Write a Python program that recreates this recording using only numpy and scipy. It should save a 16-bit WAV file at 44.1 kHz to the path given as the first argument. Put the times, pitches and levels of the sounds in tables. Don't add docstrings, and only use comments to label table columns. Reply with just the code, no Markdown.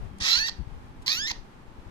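import sys
import numpy as np
from scipy import signal
from scipy.fft import rfft, irfft, next_fast_len
from scipy.io import wavfile
from scipy.ndimage import uniform_filter1d

SR = 44100
rng = np.random.default_rng(int(sys.argv[2]) if len(sys.argv) > 2 else 0)


def materialize(psi):
    bounded = np.clip(np.atleast_2d(psi).T, -1, 1)
    quanta = np.round(bounded * 32767).astype(np.int16)
    wavfile.write(sys.argv[1], SR, quanta)


def field_ratio(decibels):
    return 10 ** (np.asarray(decibels, dtype=float) / 20)


N = 83790

# (f/Hz, level/dB)
FAN_COLOUR = [(59, -49.5), (100, -3), (246, -5.5), (700, -16.5), (811, -10.5), (1620, -19), (2310, -23),
              (13700, -46), (14900, -62)]
# (f/Hz, share)
LIKENESS = [(60, 1), (240, 0.86), (930, -0.086), (3660, -0.019), (14400, 0.0063)]
# (start t/s, length t/s, f/Hz, level/dB)
FAN_HUM = (.11, .14, 193, -45)
# (t/s, level/dB)
GUST_LEFT = [(0, -34), (.25, -57.5), (.5, -49.5), (.7, -45.5), (1.1, -56), (1.35, -50), (1.6, -52),
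             (1.9, -52.5)]
GUST_RIGHT = [(0, -43.5), (.2, -66.5), (.4, -42.5), (.6, -65.5), (.77, -46), (.88, -54), (1.0, -41),
              (1.12, -55.5), (1.2, -43), (1.3, -54.5), (1.9, -60)]
# (t/s, peak level/dB, f/Hz, length t/s)
PUFFS = [(.005, -33, 47.5, 0.091), (0.109, -32.5, 113, 0.011), (0.13, -36.5, 84.3, 0.037),
         (0.211, -28, 76, 0.017), (0.364, -38, 57.6, 0.047), (0.585, -25, 67.8, 0.062),
         (0.67, -28, 98, 0.0099), (0.714, -33.5, 44.8, 0.0454), (0.758, -38.5, 73.3, 0.051),
         (0.838, -37.5, 97.6, 0.02), (0.901, -39, 102.7, 0.02), (0.984, -38, 71, 0.035),
         (1.182, -40.5, 93, 0.017), (1.308, -35, 63, 0.018), (1.361, -40, 36.3, 0.077),
         (1.781, -35, 55.7, 0.029), (1.858, -42.5, 109, 0.014)]
# (f/Hz, level/dB)
LEFT_LOUDER = [
    [(700, 1), (1700, 2.5), (2400, 0), (3200, -4), (4300, -11), (5600, -8), (8000, 4), (13000, 2)],
    [(700, 1), (1700, 2), (2400, 3), (2950, 0), (4300, -9), (6300, -11), (7500, -2), (7900, 20), (8700, 20),
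     (9200, 3), (13000, 0)],
]
# (f/Hz, lead/rad)
LEFT_LEAD = [
    [(0, 0), (950, 1.4), (1950, 2.3), (2280, 3.14), (2600, 3.8), (3100, 4), (4300, 5.8), (5940, 9.6),
     (6890, 12.8), (14600, 30)],
    [(0, 0), (950, 1.5), (2650, 2.2), (2900, 3.14), (3150, 4), (3500, 4.4), (5860, 9.2), (7920, 16),
     (14600, 33)],
]
# (t/s, level/dB, length t/s)
BEAK_TICKS = [
    (.187, -53.5, 0.0033),
    (1.026, -58.5, .008),
]
# (t/s, f/Hz)
PITCH_1 = [(.195, 1090), (.22, 1270), (.27, 1300), (.338, 1367), (.362, 1425), (.382, 1545), (.404, 1735),
           (.418, 1735), (.434, 1796), (.46, 1845), (.472, 1975), (.482, 1750), (.491, 950), (.5, 620)]
PITCH_2 = [(1.058, 970), (1.09, 1090), (1.102, 1167), (1.126, 1251), (1.146, 1298), (1.168, 1386),
           (1.202, 1610), (1.228, 1722), (1.264, 1813), (1.272, 1951), (1.285, 2100), (1.294, 2150),
           (1.301, 1980), (1.309, 1050), (1.32, 720)]
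# (t/s, level/dB)
EFFORT = [
    [(0.196, -89.5), (0.203, -37.5), (0.216, -33), (0.25, -27.5), (0.34, -19.5), (0.37, -25), (0.496, -30),
     (0.504, -56.5)],
    [(1.056, -100), (1.062, -37.5), (1.07, -28.5), (1.104, -25.5), (1.166, -31), (1.316, -30), (1.324, -12)],
]
# (t/s, roughness 0-1, half-pitch share 0-1)
MEMBRANES_1 = [(.2, .95, .3), (.27, .85, .3), (.3, .68, .3), (.345, .62, .15), (.38, .65, .2),
               (.4, .36, .85), (.455, .24, .85), (.466, .4, .1), (.478, .5, 0), (.49, .93, 0)]
MEMBRANES_2 = [(1.06, .3, .5), (1.076, .45, .5), (1.084, .92, .4), (1.11, .66, .35), (1.15, .45, .3),
               (1.18, .25, .12), (1.22, .06, 0), (1.264, .05, 0), (1.27, .55, .4), (1.286, .4, .35),
               (1.296, .3, 0), (1.306, .9, 0)]
# (above f/Hz, below f/Hz, extra share)
STEADY = [
    [(900, 1550, .25), (3800, 4750, .65)],
    [(1900, 3300, 1.3)],
]
# (from t/s, to t/s, above f/Hz, below f/Hz, share)
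THIRD_PULSES = (.275, .365, 1550, 3200, 1.1)
# (t/s, extra level/dB)
SNAPS = [
    (1.0803, 8),
    (1.0945, 5),
    (1.1186, 6),
    (1.1297, 10),
    (.339, 1),
    (.497, 4),
]
# (f/Hz, half width f/Hz, level/dB)
WINDPIPE = [(973, 240, 10), (1815, 250, 15), (2364, 130, 2.5), (6064, 172, 4.5), (6960, 50, 8.5)]
# (f/Hz, level/dB)
THROAT = [(700, -10.5), (1700, -9.5), (2600, 2.5), (3300, 4), (5500, 4), (7400, -7), (12800, -23),
          (14500, -17)]
# (from t/s, f/Hz, half width f/Hz, level/dB)
DEAD_BANDS = [
    [(.238, 9600, 1000, -45), (.45, 14300, 500, -30)],
    [(1.07, 14800, 600, -30), (1.07, 8300, 600, -12), (1.1, 10900, 300, -24), (1.14, 9300, 200, -20),
     (1.24, 11700, 300, -25), (1.2, 10200, 400, -10)],
]
# (t/s, beak ring f/Hz, beak ring level/dB, whistle level/dB, treble level/dB)
MOUTH_1 = [(.2, 4460, -8, -24.5, -26), (.226, 4600, 4.5, -32.5, -17), (.24, 4490, -0.5, -24.5, -2.5),
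           (0.271, 4060, -1, -37, 3.5), (.33, 4100, 12.5, -31.5, 11.5), (0.377, 4200, 8, -14.5, -1.5),
           (0.409, 4270, 10, -4.5, 14.5), (0.456, 4400, 13.5, -3.5, 9), (0.473, 4560, -3, -11.5, 12.5),
           (0.498, 4510, 15.5, -14, -4)]
MOUTH_2 = [(1.062, 4480, 18.5, -21, 33), (1.085, 4350, 15, -26, 16), (1.109, 4580, 18, -33, 15),
           (1.127, 4210, 16.5, -54, 25), (1.159, 4146, 0, -59, 22), (1.21, 4410, -6.5, -10, 5),
           (1.25, 4210, 13, -10.5, -2.5), (1.281, 4250, 6, -30, 24), (1.294, 4340, -5.5, -19.5, 12.5),
           (1.316, 4550, 13, -11.5, 15)]
# (f/Hz, half width f/Hz)
TREBLE = [
    (12900, 1700),
    (13150, 950),
]

TIME = np.arange(N) / SR
PARTIALS_TOP_HZ = 7650


def rms_one(x):
    return x / np.sqrt(np.mean(x ** 2) + 1e-20)


def in_time(rows):
    s, *columns = np.transpose(rows)
    return [np.interp(TIME, s, column) for column in columns]


def at_hz(points, hz):
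    table_hz, value = np.transpose(points)
    return np.interp(np.log(hz + 1), np.log(table_hz + 1), value)


def shaped(x, response):
    size = next_fast_len(N + SR)
    hz = np.arange(size // 2 + 1) * SR / size
    return irfft(rfft(x, size) * response(hz), size)[..., :N]


def band(x, low_hz, high_hz):
    return shaped(x, lambda f: 1 / (1 + (f / high_hz) ** 12) / (1 + (low_hz / (f + 1)) ** 12))


def drift(rate_hz):
    r = np.exp(-2 * np.pi * rate_hz / SR)
    wander = signal.lfilter([1], [1, -2 * r, r * r], rng.standard_normal(N + SR))
    return rms_one(wander[SR:])


def fan_hiss():
    mid, side = rng.standard_normal((2, N))

    def colour(f):
        return field_ratio(at_hz(FAN_COLOUR, f)) * (f > 60)

    def alike(f):
        return np.clip(at_hz(LIKENESS, f), -1, 1)

    mid = shaped(mid, lambda f: colour(f) * np.sqrt(1 + alike(f)))
    side = shaped(side, lambda f: colour(f) * np.sqrt(1 - alike(f)))
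    flicker_db = .6 * drift(8)
    return field_ratio(-51 + flicker_db) * rms_one(mid + side * [[1], [-1]])


def ducked(hiss):
    crying = sum((TIME > rows[0][0]) * (TIME < rows[-1][0]) for rows in EFFORT)
    duck_db = -30 * uniform_filter1d(1. * crying, size=200)
    top = shaped(hiss, lambda f: f > 7500)
    return hiss + top * (field_ratio(duck_db) - 1)


def fan_hum():
    start, length, hz, db = FAN_HUM
    swell = np.sin(np.pi * np.clip((TIME - start) / length, 0, 1)) ** .5
    return field_ratio(db) * swell * np.sin(2 * np.pi * hz * TIME)


def draught(gusts):
    low = shaped(rng.standard_normal(N), lambda f: f / (f + 15) / (1 + (f / 16.9) ** 1.413))
    lumps_db = 4.5 * drift(23.63)
    return rms_one(low) * field_ratio(in_time(gusts)[0] + lumps_db + 0.5)


def puffs():
    out = 0
    for s, db, hz, length in PUFFS:
        part = np.clip((TIME - s) / length, 0, 1)
        swell = np.sin(np.pi * part ** 0.55)
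        swing = np.sin(2 * np.pi * hz * (TIME - s) * (1.2 - 0.45 * part))
        out = out + field_ratio(db) * swell * np.tanh(3.57 * swing)
    soft = signal.sosfilt(signal.butter(2, 320, fs=SR, output="sos"), out)
    return soft * field_ratio(np.array([[0], [-22]]))


def room(x):
    t = np.arange(SR) / SR
    t60_s, level_db = 0.29, -16
    white = rng.standard_normal((2, SR))
    dull = signal.lfilter(*signal.butter(1, 5500, fs=SR), white)
    echoes = dull + .5 * (white - dull) * np.exp(-t / 0.024)
    tail = echoes * field_ratio(-60 * t / t60_s) * (t > .003)
    tail = tail / np.sqrt(np.sum(tail ** 2) / 2)
    return field_ratio(level_db) * signal.fftconvolve(x, tail, axes=1)[:, :N]


def ports(x, louder, lead):
    side = np.array([[.5], [-.5]])
    apart = shaped(x[1], lambda f: field_ratio(1.4 * (f > 7500) - 14 * (f < 3200)))
    return shaped(x[0] + 2 * side * apart,
                  lambda f: field_ratio(side * at_hz(louder, f)) * np.exp(1j * side * at_hz(lead, f)))


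def beak_ticks():
    swell = sum(field_ratio(db) * np.exp(-((TIME - s) / length) ** 2) for s, db, length in BEAK_TICKS)
    bright = signal.butter(2, [2000, 9000], "band", fs=SR, output="sos")
    return rms_one(signal.sosfilt(bright, rng.standard_normal(N))) * swell


def patchy(x):
    width_hz = 600
    for low_hz in np.arange(7800, 15000, width_hz):
        swing = field_ratio(5 * np.clip(drift(14), -4, 1.5)) - 1
        x = x + swing * shaped(x, lambda f: (f >= low_hz) * (f < low_hz + width_hz))
    return x


def membranes(hz, turns, rough, half, steady):
    pulses = 0
    for k in range(1, 21):
        fade = (k * hz < 16000) / np.hypot(1, (k * hz / PARTIALS_TOP_HZ) ** 4)
        pulses = pulses + np.cos(2 * np.pi * k * turns) * fade
    pulses = rms_one(pulses)

    breath_share = .5
    cycle = np.round(turns).astype(int)
    every_other = 1 - half + half * (-1.) ** cycle
    uneven = rng.standard_normal(N)[cycle]
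    strength = np.sqrt(1 - rough ** 2) * every_other + rough * (1 - breath_share) * uneven
    breath = rough * (1 + .5 * np.cos(2 * np.pi * turns)) * rng.standard_normal((2, N))
    source = np.array([pulses * strength + breath_share * breath[0], field_ratio(-3) * breath[1]])
    source = source * field_ratio(0.5 * rough * np.clip(drift(140), -3, 1.5))
    rush = shaped(rng.standard_normal((2, N)), lambda f: f > PARTIALS_TOP_HZ)
    source = source + .22 * rush * [[1], [.5]]
    source = shaped(source, lambda f: field_ratio(sum(
        db / (1 + ((f - peak_hz) / width_hz) ** 2) for peak_hz, width_hz, db in WINDPIPE)))

    even = pulses * rough * np.sqrt(1 - rough ** 2)
    held = sum(share * band(even, low_hz, high_hz) for low_hz, high_hz, share in steady)
    start, end, low_hz, high_hz, share = THIRD_PULSES
    thirds = np.cos(2 * np.pi * turns / 3) * (TIME > start) * (TIME < end)
    held = held + share * band(pulses * thirds, low_hz, high_hz)
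    return patchy(source + [[1], [0]] * held)


def throat(source, dead):
    smear_s = 0.0015
    out = shaped(source, lambda f: field_ratio(at_hz(THROAT, f)) * np.exp(-1j * np.pi * smear_s * f ** 2 / 8000))
    for s, dead_hz, width_hz, db in dead:
        cut = shaped(out, lambda f: 1 - field_ratio(db * np.exp(-((f - dead_hz) / width_hz) ** 6)))
        out = out - cut * np.clip((TIME - s) / .01, 0, 1)
    return out


def beak(x, ring_hz):
    width_hz = 530
    spin = np.exp(2j * np.pi * np.cumsum(ring_hz) / SR)
    r = np.exp(-np.pi * width_hz / SR)
    return 2 * np.real(spin * signal.lfilter([1 - r], [1, -r], x / spin))


def cry(pitch, effort, voice, mouth, dead, steady, bright):
    (hz,), (level_db,), (rough, half) = map(in_time, (pitch, effort, voice))
    ring_hz, ring_db, whistle_db, treble_db = in_time(mouth)
    wobble = 0.03036 * rough * drift(296)
    turns = np.cumsum(hz * (1 + wobble)) / SR
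    throaty = throat(membranes(hz, turns, rough, half, steady), dead)
    treble = shaped(throaty, lambda f: np.exp(-((f - bright[0]) / bright[1]) ** 2))
    voiced = throaty + (field_ratio(ring_db) - 1) * beak(throaty, ring_hz) + (field_ratio(treble_db) - 1) * treble
    voiced = voiced / np.sqrt(uniform_filter1d(voiced[0] ** 2, size=900) + 1e-9)
    share = np.clip(field_ratio(whistle_db), 0, .95)
    whistle = [[np.sqrt(2)], [0]] * share * np.cos(2 * np.pi * turns)
    voiced = voiced * np.sqrt(1 - share ** 2) + whistle
    snap_db = sum(db * np.exp(-((TIME - s) / .0007) ** 2) for s, db in SNAPS)
    closing = np.clip((pitch[-1][0] - TIME) / .003, 0, 1)
    return voiced * field_ratio(level_db + snap_db) * (TIME > effort[0][0]) * closing


def scene():
    first = cry(PITCH_1, EFFORT[0], MEMBRANES_1, MOUTH_1, DEAD_BANDS[0], STEADY[0], TREBLE[0])
    second = cry(PITCH_2, EFFORT[1], MEMBRANES_2, MOUTH_2, DEAD_BANDS[1], STEADY[1], TREBLE[1])
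    first = first + beak_ticks() * [[1], [.4]]
    bird = ports(first, LEFT_LOUDER[0], LEFT_LEAD[0]) + ports(second, LEFT_LOUDER[1], LEFT_LEAD[1])
    bird = field_ratio(-0.5) * bird
    wind = np.array([draught(GUST_LEFT), draught(GUST_RIGHT)]) + puffs()
    return bird + room(bird) + ducked(fan_hiss()) + wind + fan_hum()


def top_cut(x):
    return signal.sosfilt(signal.butter(12, 15030, fs=SR, output="sos"), x)


def record(dry):
    mix = shaped(dry, lambda f: f < 14450)
    return top_cut(mix)


dry = scene()
out = record(dry)
materialize(out)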